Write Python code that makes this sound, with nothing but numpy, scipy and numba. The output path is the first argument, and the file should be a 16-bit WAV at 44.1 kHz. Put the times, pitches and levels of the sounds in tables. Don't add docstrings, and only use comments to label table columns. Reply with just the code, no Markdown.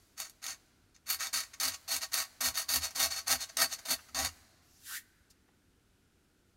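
import sys
import numpy as np
from scipy import signal
from scipy.fft import rfft, irfft, next_fast_len
from scipy.io import wavfile
from numba import njit

SR = 44100
rng = np.random.default_rng(int(sys.argv[2]) if len(sys.argv) > 2 else 0)


def materialize(psi):
    bounded = np.clip(np.atleast_2d(psi).T, -1, 1)
    quanta = np.round(bounded * 32767).astype(np.int16)
    wavfile.write(sys.argv[1], SR, quanta)


N = 289296
TIME = np.arange(N) / SR

# (start [s], landing time [s], time to peak [s],
# lift time [s], peak level [dB], landing level below peak [dB], sheet against rasp [dB],
# boost of low tones [dB], boost of high tones [dB])
KNIFE_STROKES = [ (0.161, .02, 0.023, 0.13, -42, 22, -6, -6.5, -1),
                 (0.414, .016, 0.075, 0.077, -41, 8, -6, -5.5, -3.5),
                 (0.942, .006, 0.014, .016, -64, -6, -12, -6, -11),
                 (1.055, .01, 0.049, 0.077, -32, 24.5, -6, -8.5, 3),
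                 (1.184, .015, 0.039, 0.099, -36.5, 4, -6.5, -6, -5.5),
                 (1.327, .006, 0.024, 0.12, -33, 2.5, -7.5, -8.5, -3),
                 (1.532, .004, 0.0075, 0.021, -48, 5, -3.5, -9, -7),
                 (1.598, .004, 0.054, 0.083, -31.5, 3, -8.5, -3.5, -3),
                 (1.713, .008, 0.028, 0.024, -41.5, 15, -5.5, -8.5, -6),
                 (1.876, .005, 0.05, 0.083, -32, 9.5, -10.5, 2.5, -2),
                 (2.006, .006, 0.02, 0.046, -34.5, 10, -8.5, -1, -5.5),
                 (2.114, 0.02, 0.062, 0.099, -32.5, 5, -6.5, -4.5, -1),
                 (2.404, .006, 0.042, 0.086, -29.5, 7, -7, -2, -1),
                 (2.536, .01, 0.045, 0.074, -33.5, 7, -8, -3.5, -1.5),
                 (2.679, .02, .062, 0.069, -28.5, 7, -8.5, -1, 0),
                 (2.804, .006, 0.03, 0.067, -33, 14.5, -9.5, 0, -5.5),
                 (2.902, .004, 0.0036, 0.019, -50, 11.5, -3.5, 1, -4),
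                 (2.947, .009, .068, 0.088, -29, 10.5, -9, 1, -2),
                 (3.1, .006, 0.071, .063, -37, 1, -8.5, -2.5, -6),
                 (3.26, .014, 0.045, 0.073, -26.5, 15, -7, 2.5, -2),
                 (3.38, .006, 0.037, 0.045, -34, 20, -10, -3.5, -7),
                 (3.487, .004, 0.0072, 0.013, -43, 17.5, -4, -2, -10),
                 (3.567, .003, 0.052, 0.057, -28, 11, -6, -0.5, -2.5),
                 (3.685, .006, 0.034, 0.053, -38, 21, -11, 0, -4),
                 (3.782, .004, 0.0081, 0.019, -46.5, 10, -3, -2, -4),
                 (3.849, .006, 0.068, 0.05, -28, 16.5, -8, 2.5, -1.5),
                 (4.081, .004, 0.0042, 0.017, -54.5, 20, 3, -4, 1),
                 (4.144, .004, 0.093, 0.07, -35, 3, -6, 3, -4.5), ]
# (time [s], level [dB])
FIBRE_SNAGS = [(0.1777, -35.5), (0.201, -19), (0.297, -36.5), (0.441, -24), (0.465, -20), (0.9632, -43.5),
               (1.0908, -22.5), (1.1039, -28.5), (1.27, -21.5), (1.3319, -25), (1.5409, -38.5),
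               (1.6003, -19.5), (1.6327, -14.5), (1.6796, -20), (1.6844, -17.5), (1.9646, -17),
               (2.133, -19), (2.141, -12.5), (2.4107, -23), (2.459, -20.5), (2.7595, -14), (2.9078, -33),
               (2.961, -22), (3.0584, -18.5), (3.2804, -14.5), (3.327, -12.5), (3.407, -22.5), (3.493, -38),
               (3.5707, -13), (3.6022, -14), (3.7918, -35), (4.147, -23.5), (4.1894, -15.5), (4.2482, -15)]
# (pitch [Hz], width [Hz], level [dB])
KNIFE_TONES = [(513, 82, -12.5), (661, 49, 1.5), (774, 59, -4.5), (988, 230, -7.5), (1123, 22, 0.5),
               (1293, 230, -5), (1567, 332, -7), (1865, 47, 0), (2176, 1100, -8.5), (2610, 130, -14),
               (2860, 1400, -16.5), (3734, 330, -7), (4150, 120, -11), (4244, 250, -3.5), (4485, 120, 3),
               (4700, 190, -5), (5160, 350, -6.5), (5680, 840, -11), (5670, 217, -17), (6370, 900, -2.5),
               (6610, 190, -8.5), (6950, 350, -7), (8530, 980, -7.5), (9440, 710, -12.5),
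               (10290, 250, -9.5), (11175, 138, -11.5), (11330, 420, -4.5), (11870, 5700, -13),
               (13159, 570, -16), (15073, 1100, -13.5)]
# (lower edge [Hz], lower group [Hz], upper group [Hz], upper edge [Hz])
BLADE_GROUPS = (3000, 4400, 6300, 9000)
# (pitch [Hz], width [Hz], level [dB])
BOARD_TONES = [(257.5, 32, 4), (160, 40, -7)]
DESK_TONES = [(75.4, 24, 6.5), (111, 20, -28)]
# (time [s], half length [s], board level [dB], desk delay [s], desk level [dB])
HEAVY_SHAKES = [(0.49, 0.015, -68.5, 0.042, -62), (1.11, 0.022, -71.5, 0.061, -64.5),
                (1.36, 0.044, -69, 0.03, -71), (1.67, 0.043, -56.5, 0.025, -58.5),
                (1.955, 0.027, -59.5, 0.02, -62), (2.2, 0.016, -65.5, 0.0054, -62),
                (2.462, 0.033, -51, 0.033, -51.5), (2.77, 0.043, -51.5, 0.028, -49),
                (3.025, 0.045, -53, 0.051, -56.5), (3.345, 0.034, -50.5, 0.0072, -51),
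                (3.625, 0.05, -52, 0.01, -60), (3.92, 0.025, -48.5, 0.042, -60),
                (4.21, 0.053, -48, 0.025, -48.5)]
# (time [s], level [dB], pitch [Hz], width [Hz], half length [s])
GRIP_RUSTLES = [(3.994, -55, 1490, 2000, 0.0099), (4.769, -71, 5740, 2600, 0.12),
                (5.308, -60, 5900, 6000, 0.007), (5.488, -69, 800, 1405, 0.0094)]
# (time [s], level [dB], hollow pitch [Hz], hollow against level [dB])
FINGER_SWEEP = [(4.62, -74, 1610, -30), (4.8, -66, 1580, -17), (4.85, -53.5, 1660, -19),
                (4.868, -46.5, 1730, -12.5), (4.916, -42, 1390, -5.5), (4.97, -39.5, 1840, -5),
                (5.03, -71, 1800, -8)]
# (frequency [Hz], level [dB])
SKIN_SPECTRUM = [(1410, -36), (2400, -6), (3540, -5.5), (3800, -2.5), (9550, -4.5), (11400, -3.5),
                 (14100, -6), (16000, -16)]
# (frequency [Hz], level [dB])
ROOM_SPECTRUM = [(15, -22.5), (25, -6.5), (92, -1.5), (123, -10.5), (285, -9), (463, -16.5), (545, -22.5),
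                 (659, -22.5), (1160, -26), (1440, -18), (1790, -26), (2550, -26), (10100, -32),
                 (14400, -37), (16000, -43.5)]


def undb(db):
    return 10 ** (np.asarray(db) / 20)


def unit(x):
    return x / np.sqrt(np.mean(x ** 2))


def fade(age, fade_s):
    return np.exp(-np.log(1000) * age / fade_s)


def lows(x, hz, order=4):
    return signal.sosfiltfilt(signal.butter(order, hz, fs=SR, output="sos"), x)


def ring(x, response):
    return signal.oaconvolve(x, response)[:N]


def resonator(tones, size=16384):
    f = np.maximum(np.arange(size // 2 + 1) * SR / size, 1)
    power = sum(undb(db) ** 2 / (1 + ((f * f - hz * hz) / (f * width)) ** 2) ** 2
                for hz, width, db in tones)
    cepstrum = irfft(np.log(power + 1e-9) / 2)
    cepstrum[1:size // 2] *= 2
    cepstrum[size // 2 + 1:] = 0
    response = irfft(np.exp(rfft(cepstrum)))[:size // 2]
    return response / np.linalg.norm(response)


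def damped(hz, width, db, loss):
    wider = width + loss * hz
    return zip(hz, wider, db + 10 * np.log10(width / wider))


def hiss(spectrum):
    size = next_fast_len(2 * N)
    freqs = np.maximum(np.arange(size // 2 + 1) * SR / size, 1)
    hz, db = np.transpose(spectrum)
    gain = undb(np.interp(np.log(freqs), np.log(hz), db))
    return unit(irfft(rfft(rng.standard_normal(size)) * gain, size)[:N])


def room_background(blurred_ring, echo_db=-69.5, echo_s=2., steady_db=-69):
    echo = ring(rng.standard_normal(N), blurred_ring) * undb(echo_db) * fade(TIME, echo_s)
    return echo + undb(steady_db) * hiss(ROOM_SPECTRUM)


def stroke_levels(lift_db=30.5, lift_curve=2.235, flatten=0.085):
    rasp, sheet = np.zeros(N), np.zeros(N)
    for start, land, peak, lift, level_db, landing_db, sheet_db, _, _ in KNIFE_STROKES:
        on = (TIME >= start) & (TIME < start + peak + 2 * lift)
        age = TIME[on] - start
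        eased_db = landing_db * np.maximum(1 - age / peak, 0)
        eased_db += lift_db * (np.maximum(age - peak, 0) / lift) ** lift_curve
        gain = np.minimum(age / land, 1) * undb(level_db - eased_db)
        rasp[on] += gain
        sheet[on] += gain * undb(sheet_db + flatten * eased_db)
    return rasp, sheet


def paper_grain(pressure, grains_per_s=3500, fibres_per_s=110, wavers_per_s=110, fibre_s=0.001):
    share = np.clip(pressure, .2, 1)
    hits = rng.random(N) < share * grains_per_s / SR
    sizes = undb(1.5 * np.minimum(rng.exponential(size=N), 3))
    clicks = unit(hits * sizes * rng.choice([-1, 1], N) / np.sqrt(share))
    rubbing = undb(-3.5) * rng.standard_normal(N)
    fibres = (rng.random(N) < fibres_per_s / SR) * rng.random(N)
    tug = signal.lfilter([undb(3)], [1, -np.exp(-1 / (fibre_s * SR))], fibres)
    grip_db = 2.03 * np.interp(TIME * wavers_per_s, np.arange(N), rng.standard_normal(N))
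    return unit((clicks + rubbing) * (1 + tug) * undb(grip_db))


def snags(gain_db=-7, crumble_s=0.002):
    force = np.zeros(N)
    age = np.arange(SR // 50) / SR
    for time, db in FIBRE_SNAGS:
        start = int(time * SR)
        cracks = rng.choice([-1, 1], len(age)) * np.exp(-age / crumble_s)
        force[start:start + len(age)] += undb(db + gain_db) * cracks
    return force


def tip_force(rasp, sheet, body_db=6, snag_body_db=-5, split_hz=2900, firm_db=-31):
    pressure = rasp / undb(firm_db)
    drag, catches = paper_grain(pressure), snags()
    soft = lows(drag, hz=10000, order=2)
    drag = soft + (drag - soft) * pressure ** 0.33
    body = lows(drag * sheet * undb(body_db) + catches * undb(snag_body_db), split_hz)
    edge = drag * rasp + catches
    return body + edge - lows(edge, split_hz)


def held_tones(level_db, low_db, high_db, detune=0.0098, loss=.012, balance_db=-36.5):
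    hz, width, db = np.transpose(KNIFE_TONES)
    pitch_luck, level_luck = rng.standard_normal((2, len(hz)))
    is_blade = hz > 3500
    low_boost = np.interp(hz, (700, 1300), [low_db, 0])
    high_boost = high_db * np.maximum(hz - 6000, 0) / 6000
    press_db = np.clip(0.25 * (level_db - balance_db), -1.5, 1.5)
    deepening = press_db * np.interp(hz, BLADE_GROUPS, [0, 1, -1, 0])
    db = db + low_boost + high_boost + deepening + 0.08 * level_luck
    return damped(hz * (1 + detune * pitch_luck * is_blade), width, db, loss * is_blade)


def knife(force):
    edges = [0] + [int(stroke[0] * SR) for stroke in KNIFE_STROKES[1:]] + [N]
    sound = np.zeros(2 * N)
    for start, end, (*_, level_db, _, _, low_db, high_db) in zip(edges, edges[1:], KNIFE_STROKES):
        response = resonator(held_tones(level_db, low_db, high_db), size=4096)
        scratch = signal.fftconvolve(force[start:end], response)
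        sound[start:start + len(scratch)] += scratch
    return sound[:N]


def wobble(tones):
    shake = signal.hilbert(ring(rng.standard_normal(N), resonator(tones)))
    return unit(shake.real / np.abs(shake) ** (2 / 3))


def board_and_desk(rasp, board_gain_db=-2, desk_gain_db=0.5, drag_db=-33):
    on_board, on_desk = undb(drag_db) * rasp, np.zeros(N)
    for time, length, board_db, delay, desk_db in HEAVY_SHAKES:
        on_board += undb(board_db) * np.exp(-((TIME - time) / length) ** 2)
        on_desk += undb(desk_db) / (1 + ((TIME - time - delay) / (1.2 * length)) ** 2 / 2) ** 2
    board = undb(board_gain_db) * on_board * wobble(BOARD_TONES)
    desk = undb(desk_gain_db) * on_desk * wobble(DESK_TONES)
    return board + desk


def grip_rustles():
    sound = np.zeros(N)
    for time, db, hz, width, length in GRIP_RUSTLES:
        swell = undb(db) * np.exp(-((TIME - time) / length) ** 2)
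        sound += swell * ring(rng.standard_normal(N), resonator([(hz, width, 0)]))
    return sound


@njit
def moving_band(x, hz, width):
    y, band_state, low_state = np.empty(len(x)), 0., 0.
    for i in range(len(x)):
        tuning, damping = np.tan(np.pi * hz[i] / SR), width / hz[i]
        band = (band_state + tuning * (x[i] - low_state)) / (1 + tuning * (tuning + damping))
        band_state = 2 * band - band_state
        low_state += 2 * tuning * band
        y[i] = damping * band
    return y


def finger_sweep(skin_db=-3.5, width_hz=520.):
    times, *columns = np.transpose(FINGER_SWEEP)
    level_db, hz, hollow_db = [np.interp(TIME, times, column) for column in columns]
    sliding = (TIME >= times[0]) & (TIME < times[-1])
    hollow = moving_band(rng.standard_normal(N), hz, width_hz)
    hollow = unit(moving_band(hollow, hz, width_hz))
    skin = undb(skin_db) * hiss(SKIN_SPECTRUM)
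    return sliding * undb(level_db) * (skin + undb(hollow_db) * hollow)


def room_echo(close, all_round, near_db=-2.5, near_s=0.071, far_db=-22, far_s=2.1, treble_s=0.98):
    age = np.arange(2 * SR) / SR
    near, far = rng.standard_normal((2, len(age))) * (age > .001)
    near = (near - lows(near, hz=1100, order=1)) * fade(age, near_s)
    dull = lows(far, hz=4000, order=1)
    far = dull * fade(age, far_s) + (far - dull) * fade(age, treble_s)
    near_echo = undb(near_db) * ring(close, near / np.linalg.norm(near))
    far_echo = undb(far_db) * ring(all_round, far / np.linalg.norm(far))
    return near_echo + far_echo


def scene():
    rasp, sheet = stroke_levels()
    force = tip_force(rasp, sheet)
    board_and_hand = board_and_desk(rasp) + finger_sweep() + grip_rustles()
    blurred_ring = resonator(damped(*np.transpose(KNIFE_TONES), loss=0.23))
    close = knife(force) + board_and_hand
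    all_round = ring(force, blurred_ring) + board_and_hand
    return (close + room_echo(close, all_round) + room_background(blurred_ring))[None]


def record(dry, top_hz=15800):
    return signal.sosfilt(signal.ellip(10, .2, 70, top_hz, fs=SR, output="sos"), dry)


dry = scene()
out = record(dry)
materialize(out)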